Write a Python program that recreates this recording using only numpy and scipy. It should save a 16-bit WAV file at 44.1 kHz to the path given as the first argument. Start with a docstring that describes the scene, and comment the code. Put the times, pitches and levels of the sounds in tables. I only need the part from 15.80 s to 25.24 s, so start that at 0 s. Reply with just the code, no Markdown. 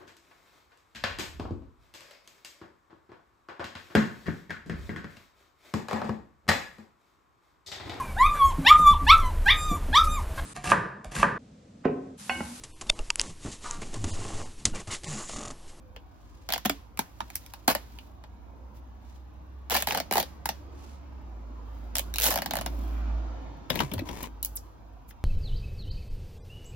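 """A far bird hoots over faint traffic and a distant engine's drone as shorts begin to tear, close by.
Threads snap one by one or in fast runs: each is a short puff of noise, and the taut cloth twangs in
a quick falling chirp. Jerked cloth booms low and soft strokes rustle. Then a hand on the left fumbles
for scissors: dull noise knocks, low thumps, a grainy drag and bright steel clinks. A stone wall and
the yard scatter the near sounds, which reach the two ports of a microphone."""
import sys
import numpy as np
from scipy import signal
from scipy.fft import rfft, irfft
from scipy.io import wavfile
from scipy.ndimage import uniform_filter1d

SR = 44100
rng = np.random.default_rng(int(sys.argv[2]) if len(sys.argv) > 2 else 0)


def dump(signal):
    """Clip the signal to [-1, 1] and save it as 16-bit WAV at the path in sys.argv[1]."""
    limited = np.clip(np.atleast_2d(signal).T, -1, 1)
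    pcm = np.round(limited * 32767).astype(np.int16)
    wavfile.write(sys.argv[1], SR, pcm)


N = 416304  # length of the sound in samples
HZ, TIME = np.fft.rfftfreq(N, 1 / SR), np.arange(N) / SR
EDGE_HZ = 16200  # top of the frequency range here


def amp(db):
    """Turns decibels into a gain."""
    return 10 ** (np.asarray(db) / 20)


def evened(x):
    """Scales a signal to an rms (average strength) of 1."""
    return x / np.sqrt(np.mean(x ** 2) + 1e-20)


def read(points):
    """Spreads a table of (Hz, value) over all frequencies."""
    hz, value = np.transpose(points)
    return np.interp(np.log(HZ + 1), np.log(hz + 1), value)


def follow(rows, t):
    """Reads the columns of a curve at the times t."""
    s, *columns = np.transpose(rows)
    return [np.interp(t, s, c) for c in columns]


def add(mix, s, sound):
    """Mixes a sound in at s seconds."""
    part = mix[:, round(s * SR):][:, :sound.shape[-1]]
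    part += sound[..., :part.shape[1]]


def band(x, lo_hz, hi_hz, order=2):
    """Band-pass filter that keeps the power of white noise."""
    hi_hz = min(hi_hz, SR / 2 - 1)
    sos = signal.butter(order, [lo_hz, hi_hz], "band", fs=SR, output="sos")
    return signal.sosfilt(sos, x) * np.sqrt(SR / 2 / (hi_hz - lo_hz))


def coloured(x, spectrum):
    """Shapes x with a table of (Hz, dB), then scales it to rms 1."""
    return evened(irfft(rfft(x) * amp(read(spectrum)), N))


def noise(size=N):
    """White noise, unrelated at the two ports."""
    return rng.standard_normal((2, size))


def burst(rise, decay, size=3000):
    """A puff of noise with the energy of a 2 ms sound at rms 1; rise and decay in seconds."""
    t = np.arange(size) / SR
    puff = noise(size) * (1 - np.exp(-t / rise)) * np.exp(-t / decay)
    return evened(puff) * np.sqrt(.002 * SR / size)


def threads(rows):
    """Each break gives a tick, a crack and a flutter of the weave (diffuse), and a twang (direct)."""
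    # Resonances of the held cloth and cupped fists.
    # Each row: centre in Hz, width in Hz, relative level in dB.
    cloth = [(860, 160, 1), (1620, 650, -2.5), (2880, 200, -14), (4100, 360, -15.5)]
    tick_s, crack_s = 0.00041, 0.00097  # decay of an ordinary break
    thickness = 0.3  # thick threads twang harder and part more slowly
    tick, crack, edge, flutter, flap, ring = np.zeros((6, 2, N))
    for s, crack_db, tick_db, twang_db, hz in rows:
        thick = amp(thickness * max(twang_db + 38, 0))
        add(tick, s, amp(crack_db + tick_db) * burst(rise=.0001, decay=tick_s * thick))
        puff = amp(crack_db) * reflected(burst(rise=0.0002, decay=crack_s * thick))
        add(crack, s, puff)
        add(edge, s, amp(0.35 * tick_db) * puff)  # the bright half follows the tick's level
        shake = amp(twang_db) * min(700 / hz, 1)  # a tighter patch moves less cloth
        add(flutter, s, shake * burst(rise=0.00023, decay=0.0018))
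        add(flap, s, shake * burst(rise=0.0037, decay=0.016))
        add(ring, s, amp(twang_db + 5) * twang(hz))
    body = sum(amp(db) * band(flutter, hz - width / 2, hz + width / 2, order=1)
               for hz, width, db in cloth)
    slack = amp(-13) * band(flap, 110, 640) + amp(-9) * band(flap, 150, 280)
    split = amp(-9.0) * band(crack, 1200, 2700) - amp(-6.0) * band(edge, 2700, 6100)
    return band(tick, 6300, 16000) + split + body + slack, ring


def reflected(puff, share=0.65, longest=0.0008):
    """A quick echo, as off fists and folds, gives each snap or knock its own hollow colour."""
    lag = round(rng.uniform(0.064, 1) * longest * SR)
    echo = np.pad(puff, ((0, 0), (lag, 0)))[:, :puff.shape[1]]
    return (puff + share * echo) / np.sqrt(1 + share ** 2)


def twang(hz, sharpness=2.5, size=3000):
    """In taut cloth short waves arrive first: a falling chirp, a little earlier at the right port."""
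    crest_cycles = 2.2  # periods until the chirp is loudest
    end = 0.93  # final pitch as a share of hz
    glide, settle = 2.3, 0.4  # extra pitch at the start, in hz; its decay as a share of the time to the crest
    left_delay = rng.uniform(0, 0.00025)
    t = np.maximum(np.arange(size) / SR - [[left_delay], [0]], 0)
    u = t * hz / crest_cycles
    turns = crest_cycles * (end * u + glide * settle * (1 - np.exp(-u / settle)))
    return np.sin(2 * np.pi * (turns + rng.random())) * (u * np.exp(1 - u)) ** sharpness


def weave(start, length, crest, crack_db, tick_db, twang_db, change_db, per_s=520, spread_db=5.0):
    """In a run, fine threads of uneven strength break at a rate of hundreds a second."""
    rise_db, fade_db = 3.5, 13.5  # a run swells to its crest and dies away
    s = np.arange(0, length, 1 / per_s)
    u, crest = s / length, np.clip(crest, .01, .99)
    late, strong, tight = rng.standard_normal((len(s), 3)).T
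    swell_db = -rise_db * np.maximum(1 - u / crest, 0)
    swell_db = swell_db - fade_db * np.maximum((u - crest) / (1 - crest), 0) ** 0.69
    strength_db = swell_db + spread_db * np.clip(strong, -2, 1.6)
    # the same columns as a table of single snaps
    return np.transpose([start + s + .3 * late / per_s,
                         crack_db + strength_db,
                         np.full(len(s), tick_db),
                         twang_db + strength_db + change_db * (u - .5),
                         740 * np.exp(.3 * tight)])


def fibres(rows, count=3):
    """A thread is a bundle: weaker single fibres give around it, most of them just after."""
    spread_s, fibre_db, fibre_twang_db = 0.012, -14, -15  # time spread, and levels against the thread
    s, crack_db, tick_db, twang_db, hz = np.repeat(rows, count, axis=0).T
    late, strong = rng.random((len(s), 2)).T
    return np.transpose([s + spread_s * (late - .22),
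                         crack_db + fibre_db + 8 * (strong - .6),
                         tick_db - 3,
                         twang_db + fibre_twang_db,
                         hz])


def jerks_and_thumps(glide=0.82, settle=0.0021, rise=0.0017, size=9000):
    """Low booms and thumps sound like a slack drum skin: fading tones whose pitch drops at once."""
    # Low booms of the jerked cloth, and low thumps as the hand fumbles.
    # Each row: start in seconds, level in dB, settled pitch in Hz, time to fade by 60 dB in seconds.
    booms = [(0.8562, -19, 209, 0.087), (0.8966, -23, 280, 0.13), (1.192, -21, 213, 0.039),
             (1.881, -12, 226, 0.04), (4.313, -19.5, 314, 0.027), (4.356, -15, 375, 0.017),
             (4.381, -18.5, 318, 0.025), (8.032, -23.5, 140, 0.09), (8.136, -24, 227.3, 0.063),
             (8.165, -27, 92, 0.25), (8.219, -23, 265, 0.057)]
    out, t = np.zeros((2, N)), np.arange(size) / SR
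    for s, db, hz, t60 in booms:
        turns = hz * (t + glide * settle * (1 - np.exp(-t / settle)))
        add(out, s, amp(db - 60 * t / t60) * (1 - np.exp(-t / rise)) * np.sin(2 * np.pi * turns))
    return out


def swish():
    """Loose cloth swings once, fluttering, with a faint narrow whistle perhaps from a car's tyres."""
    middle_s, length_s, level_db = 7.22, 0.56, -57
    swing = np.cos(np.pi * np.clip((TIME - middle_s) / length_s, -.5, .5)) ** 2
    flutter = amp(2.8 * evened(band(noise(), 7.2, 40))[0])
    air = band(noise(), 980, 1580)
    whistle = amp(-7.5) * band(noise(), 2330, 2470)  # perhaps the tyres of a passing car
    return amp(level_db) * swing * flutter * (air + whistle)


def fumbling():
    """Dull knocks with a hard clack on top, and the grainy drag of the scissors over their ledge."""
    # Knocks of the hand. Each row: start in seconds, clack level in dB, body level in dB,
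    # body pitch in Hz, thump level in dB (all levels before the mix below).
    knocks = [(7.9011, -14, -20.5, 646, -27), (7.937, -45, -35, 500, -30), (7.955, -25.5, -27, 594, -29),
              (7.99, -23, -46, 950, -29), (8.0026, -20, -14.5, 1010, -23.5), (8.115, -31.5, -35, 890, -29),
              (8.137, -32, -30, 570, -37), (8.179, -37, -34.5, 980, -38), (8.191, -28, -36.5, 613, -29),
              (8.288, -32.5, -31.5, 950, -30.5), (8.438, -35, -45, 950, -42),
              (9.307, -40.5, -60, 1500, -59.5)]
    # Loudness of the drag. Each row: time in seconds, level in dB before the mix below.
    drag_level = [(7.898, -41.5), (8.02, -37), (8.07, -49.5), (8.245, -62), (8.27, -45), (8.33, -44),
                  (8.40, -43.5), (8.445, -38.5), (8.473, -51)]
    # Tone colour of the drag. Each row: frequency in Hz, relative level in dB.
    drag_colour = [(60, 2), (130, 5.5), (300, 3.5), (780, -4), (980, 6.5), (1300, -14.5), (1900, -8),
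                   (2200, -5.5), (2550, -9.5), (4500, -14.5), (7000, -13.5), (15000, -24.5)]
    rebound_s, rebound_db = 0.015, -17.5  # each knock bounces once
    clack, body, thump = np.zeros((3, 2, N))
    for s, clack_db, body_db, hz, thump_db in knocks:
        for at, db in (s, 0), (s + rebound_s, rebound_db):
            add(clack, at, amp(clack_db + db) * reflected(burst(rise=0.0016, decay=0.0031)))
            knock = band(burst(rise=0.0019, decay=0.005), hz * 0.89, hz * 1.05, order=1)
            add(body, at, amp(body_db + db) * knock)
        add(thump, s, amp(thump_db) * burst(rise=0.0032, decay=0.023))
    hard = amp(-2.5) * band(clack, 1700, 4200) + amp(-12) * band(clack, 7000, 15800)
    dull = body + amp(3.5) * band(thump, 65, 323)
    grains = noise() * amp(4.1 * np.minimum(rng.exponential(1, N), 5))
    times, drag_db = np.transpose(drag_level)
    stick_slip = amp(3.55 * evened(band(noise(), 40, 113))[0])
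    drag = coloured(grains, drag_colour) * stick_slip * np.interp(TIME, times, amp(drag_db), 0, 0)
    return (hard + dull + drag) * amp([[2.5], [-2.5]])  # louder on the left


def scissors():
    """Steel on steel: a bright click and a short ring of the blades, which shifts with the grip."""
    # Clinks. Each row: start in seconds, level in dB, decay in seconds.
    clinks = [(7.956, -29, 0.0012), (8.136, -28.5, 0.003), (8.4295, -30, 0.001), (8.628, -23, 0.0016),
              (8.648, -19, 0.00088), (8.658, -29, 0.001)]
    # Ringing of the blades. Each row: pitch in Hz before the grip shifts it, width in Hz likewise,
    # level in dB against the click.
    blades = [(3020, 320, -22.5), (4140, 500, -20.5)]
    out = np.zeros((2, N))
    for s, db, decay in clinks:
        click = amp(db) * burst(rise=0.00057, decay=decay)
        grip = np.exp(0.099 * rng.standard_normal())
        ring = sum(amp(level_db) * band(click, grip * (hz - width / 2), grip * (hz + width / 2))
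                   for hz, width, level_db in blades)
        add(out, s, band(click, 8200, EDGE_HZ) + ring)
    add(out, 8.755, shear())
    return out


def shear():
    """One blade scrapes along the other: a rough squeak falls as the contact point travels."""
    length_s, level_db = 0.021, -29.5
    from_hz, to_hz, rough_below_hz = 16000, 5500, 1450
    u = np.linspace(0, 1, round(length_s * SR))
    hz = from_hz + (to_hz - from_hz) * u
    rough = evened(signal.lfilter(*signal.butter(2, rough_below_hz, fs=SR), noise(len(u))))
    squeak = rough * np.sin(2 * np.pi * np.cumsum(hz) / SR)
    return amp(level_db) * np.sqrt(abs(np.sin(np.pi * u))) * squeak


def yard(x, near_db=-5.0, near_t60=0.094, far_db=-18.5, far_t60=0.44, count=3):
    """Uneven scatter from wall and ground, on paths that shift with the body, then a faint yard tail."""
    t = np.arange(SR // 2) / SR
    wet = amp(far_db) * wash(x[0], far_t60)
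    for k in range(count):
        uneven_db = 1.1 * evened(band(noise(len(t)), 40, 400))[0]
        tail = noise(len(t)) * amp(-60 * t / near_t60 + uneven_db) * (t > .0016)
        share = np.sqrt(2 / count) * np.cos(np.pi * (7 * TIME + k / count))  # paths take turns
        path = amp(near_db) * tail / np.linalg.norm(tail[0])
        wet = wet + signal.oaconvolve(x[:1] * share, path, axes=1)[:, :N]
    # echo colour: (Hz, dB)
    colour = [(200, -1.0), (900, -4.0), (2500, 1.5), (5500, 1.5), (9000, -3.5), (16000, -5.0)]
    return irfft(rfft(wet) * amp(read(colour)), N)


def wash(x, t60, blur_octaves=0.45, size=256):
    """Many late echoes merge into smooth noise that keeps only the broad colour of the sound."""
    z, grain = signal.stft(x, nperseg=size)[2], signal.stft(noise(), nperseg=size)[2]
    octave = np.log2(np.arange(len(z)) + .5)
    blur = np.exp(-((octave[:, None] - octave) / blur_octaves) ** 2)
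    keep = amp(-60 * size / SR / t60)  # share of the power left after each step of half a window
    power = signal.lfilter([0, 0, 1 - keep], [1, -keep], (blur / blur.sum(0)) @ abs(z) ** 2)
    return signal.istft(np.sqrt(power) * grain / grain.std())[1][:, :N]


def ports(x):
    """Turns two unrelated channels into what a close pair of microphone ports hears."""
    # How alike the ports hear. Each row: frequency in Hz, likeness from 0 to 1.
    likeness = [(50, 0.62), (300, 0.43), (900, 0.092), (2500, 0.19), (6000, 0.31), (7800, 0.77), (9000, 1),
                (11500, 0.8), (14000, 0.69), (16000, .7)]
    # Phase between the ports. Each row: frequency in Hz, lead of the left port in radians.
    lead = [(60, 0), (850, -.45), (2400, -.85), (5100, -1.9), (7100, -3.5), (8900, -3.1), (10400, -2),
            (12100, -.85), (13600, -.05), (15900, .45)]
    left, other = rfft(x)
    same = np.clip(read(likeness), -1, 1)
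    right = (same * left + np.sqrt(1 - same ** 2) * other) * np.exp(-1j * read(lead))
    return irfft(np.array([left, right]), N)


def engine():
    """Only the firing note of a distant engine carries this far; it climbs, drops back and swells."""
    # Each row: time in seconds, pitch in Hz.
    pitch = [(0, 48.8), (1.35, 56.7), (3.05, 61.8), (4.5, 67.8), (5.27, 68), (5.56, 55.3), (7.6, 56.1),
             (9.1, 52)]
    # Each row: time in seconds, level in dB before a slight waver and left-right balance.
    level = [(0.0, -56), (2.89, -48.5), (3.97, -44.5), (4.26, -49.5), (6.47, -36.5), (6.68, -51),
             (6.91, -33), (7.36, -27.5), (7.84, -49.5), (8.75, -43.5), (8.99, -60), (9.1, -47), (9.44, -55)]
    (hz,), (db,) = follow(pitch, TIME), follow(level, TIME)
    waver = evened(band(noise(), 0.6, 3, order=1))[0]
    note = np.sqrt(2) * np.sin(2 * np.pi * np.cumsum(hz) / SR)
    return amp(db + 0.25 * waver) * note * amp([[-1.2], [1.1]])


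def hoots():
    """A far bird calls like a dove, in short, soft, slightly falling notes."""
    # The middle of each hoot in seconds.
    middles = [0.035, 0.16, 0.72]
    middle_hz, length_s, level_db = 507, 0.15, -58
    out, u = np.zeros((2, N)), np.linspace(-.5, .5, round(length_s * SR))
    tone = np.sin(2 * np.pi * np.cumsum(middle_hz * (1 - 0.13 * u)) / SR)
    note = amp(level_db) * np.cos(np.pi * u) ** 2 * tone
    for s in middles:
        add(out, max(s - length_s / 2, 0), note)
    return out


def background():
    """Far traffic, its low rumble, and soft grainy strokes of cloth and, once, of the scissors."""
    # Far traffic, with a car passing. Each row: time in seconds, level in dB.
    traffic_level = [(1.1, -57), (2.3, -55), (3.7, -55), (4.9, -50.5), (5.6, -51.5), (6.3, -48),
                     (7.25, -42.5), (7.8, -47.5), (9.2, -55.5)]
    # Tone colour of the traffic. 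Each row: frequency in Hz, relative level in dB.
    traffic_colour = [(53, -35), (90, 1.5), (130, -7), (300, -1), (401, -12), (692, -10), (961, -9),
                      (1990, -25.5), (2390, -25.5), (2670, -27.5), (7000, -36.5), (9100, -60.5),
                      (15400, -120)]
    # Soft strokes: cloth sliding through the hands, and at 9.3 s a bright scrape of the scissors.
    # Each row: middle in seconds, length in seconds, level in dB, sheen (treble) level in dB over that.
    strokes = [(0.587, 1, -67, -20), (1.598, 1, -60.5, -7), (2.154, 0.52, -62.5, -6.5),
               (2.971, 0.09, -63.5, -5), (3.316, 0.32, -65, -18), (5.058, 0.41, -59.5, -23.5),
               (5.998, 0.4, -70.5, -4), (6.991, 0.65, -60, -1), (8.857, 0.13, -71, -22),
               (9.3, 0.053, -63.5, 9.5)]
    traffic = amp(follow(traffic_level, TIME)[0]) * coloured(drifting(noise()), traffic_colour)
    rumble = amp(-53.0) * band(noise(), 46, 86.4)
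    brush, sheen = np.zeros((2, N))
    for s, length, db, sheen_db in strokes:
        stroke = amp(db) * np.cos(np.pi * np.clip((TIME - s) / length, -.5, .5)) ** 2
        brush, sheen = brush + stroke, sheen + stroke * amp(sheen_db)
    grain = evened(noise() * amp(1.7 * np.minimum(rng.exponential(1, N), 6)))
    grain = grain * amp(2 * evened(band(noise(), 8, 60))[0])
    # the treble keeps a very faint steady hiss between strokes
    grainy = band(grain * brush, 1300, 8600) + band(grain * (sheen + amp(-80.5)), 6000, EDGE_HZ)
    return traffic + rumble + grainy


def drifting(x, patchy_db=2.5):
    """Narrow patches of a far sound swell and sink, each for about a fifth of a second."""
    z = signal.stft(x, nperseg=2048)[2]
    patches = uniform_filter1d(rng.standard_normal(z.shape[1:]), size=4, axis=0)  # across pitch
    patches = uniform_filter1d(patches, size=9, axis=1)  # across time
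    return signal.istft(z * amp(patchy_db * evened(patches)))[1][:, :N]


def scene():
    """Cloth and scissors in the middle, fumbling to the left, with echoes of both from the yard."""
    # Single threads and stitches. Each row: start in seconds, crack level in dB, tick level in dB over
    # the crack, twang level in dB, twang pitch in Hz (levels and pitch before shaping in the functions).
    snaps = [(0.163, -40.5, -13, -48, 478), (0.6893, -24, -12, -35, 740), (0.7031, -24, -12.5, -36, 680),
             (0.7235, -17, -6.5, -39, 740), (0.7364, -18, -5, -29.5, 723), (0.76, -31, -17, -34.5, 690),
             (0.779, -31.5, -1.5, -38.5, 968.0), (0.8508, -27.5, -2.5, -37, 770),
             (0.8546, -28, -5, -26, 763), (0.8587, -18.5, -4.5, -33, 590), (0.8964, -16, -7, -27.5, 664),
             (1.174, -38.5, -0.5, -46, 1010), (1.1916, -28, 6.5, -26, 808), (1.4051, -32, -25, -29.5, 950),
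             (1.5021, -42, -0.5, -47.5, 790), (1.556, -33, 9.5, -51, 910), (1.6629, -44, -0.5, -72, 790),
             (1.737, -36.5, -2, -45, 790), (1.8793, -23.5, 8.5, -18.5, 770), (1.9503, -25.5, 1, -28.5, 605),
             (2.187, -48, -1, -40.5, 2600), (2.4387, -68, -13, -48, 680), (3.899, -27, 0, -40, 755),
             (3.9508, -32, -14, -24, 722), (4.0235, -25.5, 3, -33, 680), (4.0724, -27.5, 2, -28, 695.0),
             (4.1084, -18, -18.5, -32.5, 830), (4.1222, -23.5, -6.5, -33, 651.0),
             (4.148, -26.5, -2, -28, 780), (4.1742, -27.5, 1, -29, 694), (4.201, -27.5, 0, -30, 640),
             (4.3112, -29.5, 1, -29, 600), (4.3249, -27.5, 5, -29.5, 740), (4.3372, -29.5, 5, -34.5, 722.0),
             (4.3556, -30.5, 6.5, -28.5, 770), (4.37, -29, 1.5, -25.5, 680), (4.3801, -29, 7, -24, 694),
             (4.401, -21, -1.0, -33.5, 646), (4.428, -27.5, -4.5, -39.5, 543),
             (4.6572, -27.5, 6, -31, 766.0), (4.69, -21, -6.5, -28.5, 700), (6.1549, -22, -0.5, -43, 695.0),
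             (6.1677, -25.5, 0.5, -37.5, 666), (6.1837, -26.5, 7, -43, 574), (6.1943, -24.5, 2.5, -39, 620),
             (6.34, -31, 1.5, -55, 554.0), (6.359, -30, 5, -47, 642.0), (6.3843, -21.5, 3, -43, 1012.0),
             (6.4001, -29.5, 8, -42.5, 484.0), (6.4117, -26, 1, -41.5, 493.0), (6.42, -25, 6, -45.5, 678.0),
             (6.4664, -21, 0.5, -35.5, 986.0), (6.508, -26.5, 0.5, -34, 714), (6.514, -34, 1.5, -31, 700),
             (6.5397, -34, -1, -32, 750), (6.5583, -32, 8.5, -29, 620), (6.5755, -24, -6.5, -32.5, 710),
             (6.5873, -31.5, -1, -32.5, 640), (6.62, -28.5, 0, -33, 640), (6.6602, -25.5, -4, -32.5, 790),
             (6.7096, -26, -1.5, -32.5, 680), (6.7358, -37.5, 9.5, -30.5, 657),
             (6.755, -31.5, 3.5, -33.5, 720), (6.7688, -35.5, 9, -29.5, 624), (6.787, -35.5, 1, -33.5, 686),
             (6.8117, -32.5, 0.5, -33.5, 684), (6.8619, -26.5, -2.5, -31, 700)]
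    # Runs of tearing weave. Each row: start in seconds, length in seconds, crest as a share of the
    # length, crack level in dB, tick level in dB over the crack, twang level in dB,
    # twang change in dB over the run (positive: the twang grows).
    runs = [(1.883, 0.05, 0.34, -31.5, 1.5, -33.5, -2), (3.907, 0.11, 0.56, -28, -3.5, -40, -6),
            (4.077, 0.11, 0.042, -35.5, -3, -40, 18.5), (4.319, 0.093, 0.92, -48, 11, -43.5, 2),
            (6.425, 0.12, 0.12, -31, 7.5, -37, 13)]
    breaks = np.vstack([snaps, fibres(snaps)] + [weave(*row) for row in runs])
    diffuse, ring = threads(breaks)
    diffuse, ring, hand = diffuse + scissors(), ring + jerks_and_thumps(), fumbling()
    centre = ports(diffuse + yard(diffuse + ring) + background() + swish()) * amp([[-.3], [.3]])
    left = ports(hand + yard(hand, near_db=-9.5, far_db=-44.0)) * amp([[0], [-3]])
    return centre + left + ring + engine() + hoots()


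def record(dry):
    """The band limit of the recorder: a smooth low-pass filter removes the highest treble."""
    lowpass = signal.firwin(255, EDGE_HZ, window=("kaiser", 8), fs=SR)
    return signal.oaconvolve(dry, lowpass[None], "same", axes=1)


dry = scene()
out = record(dry)
dump(out)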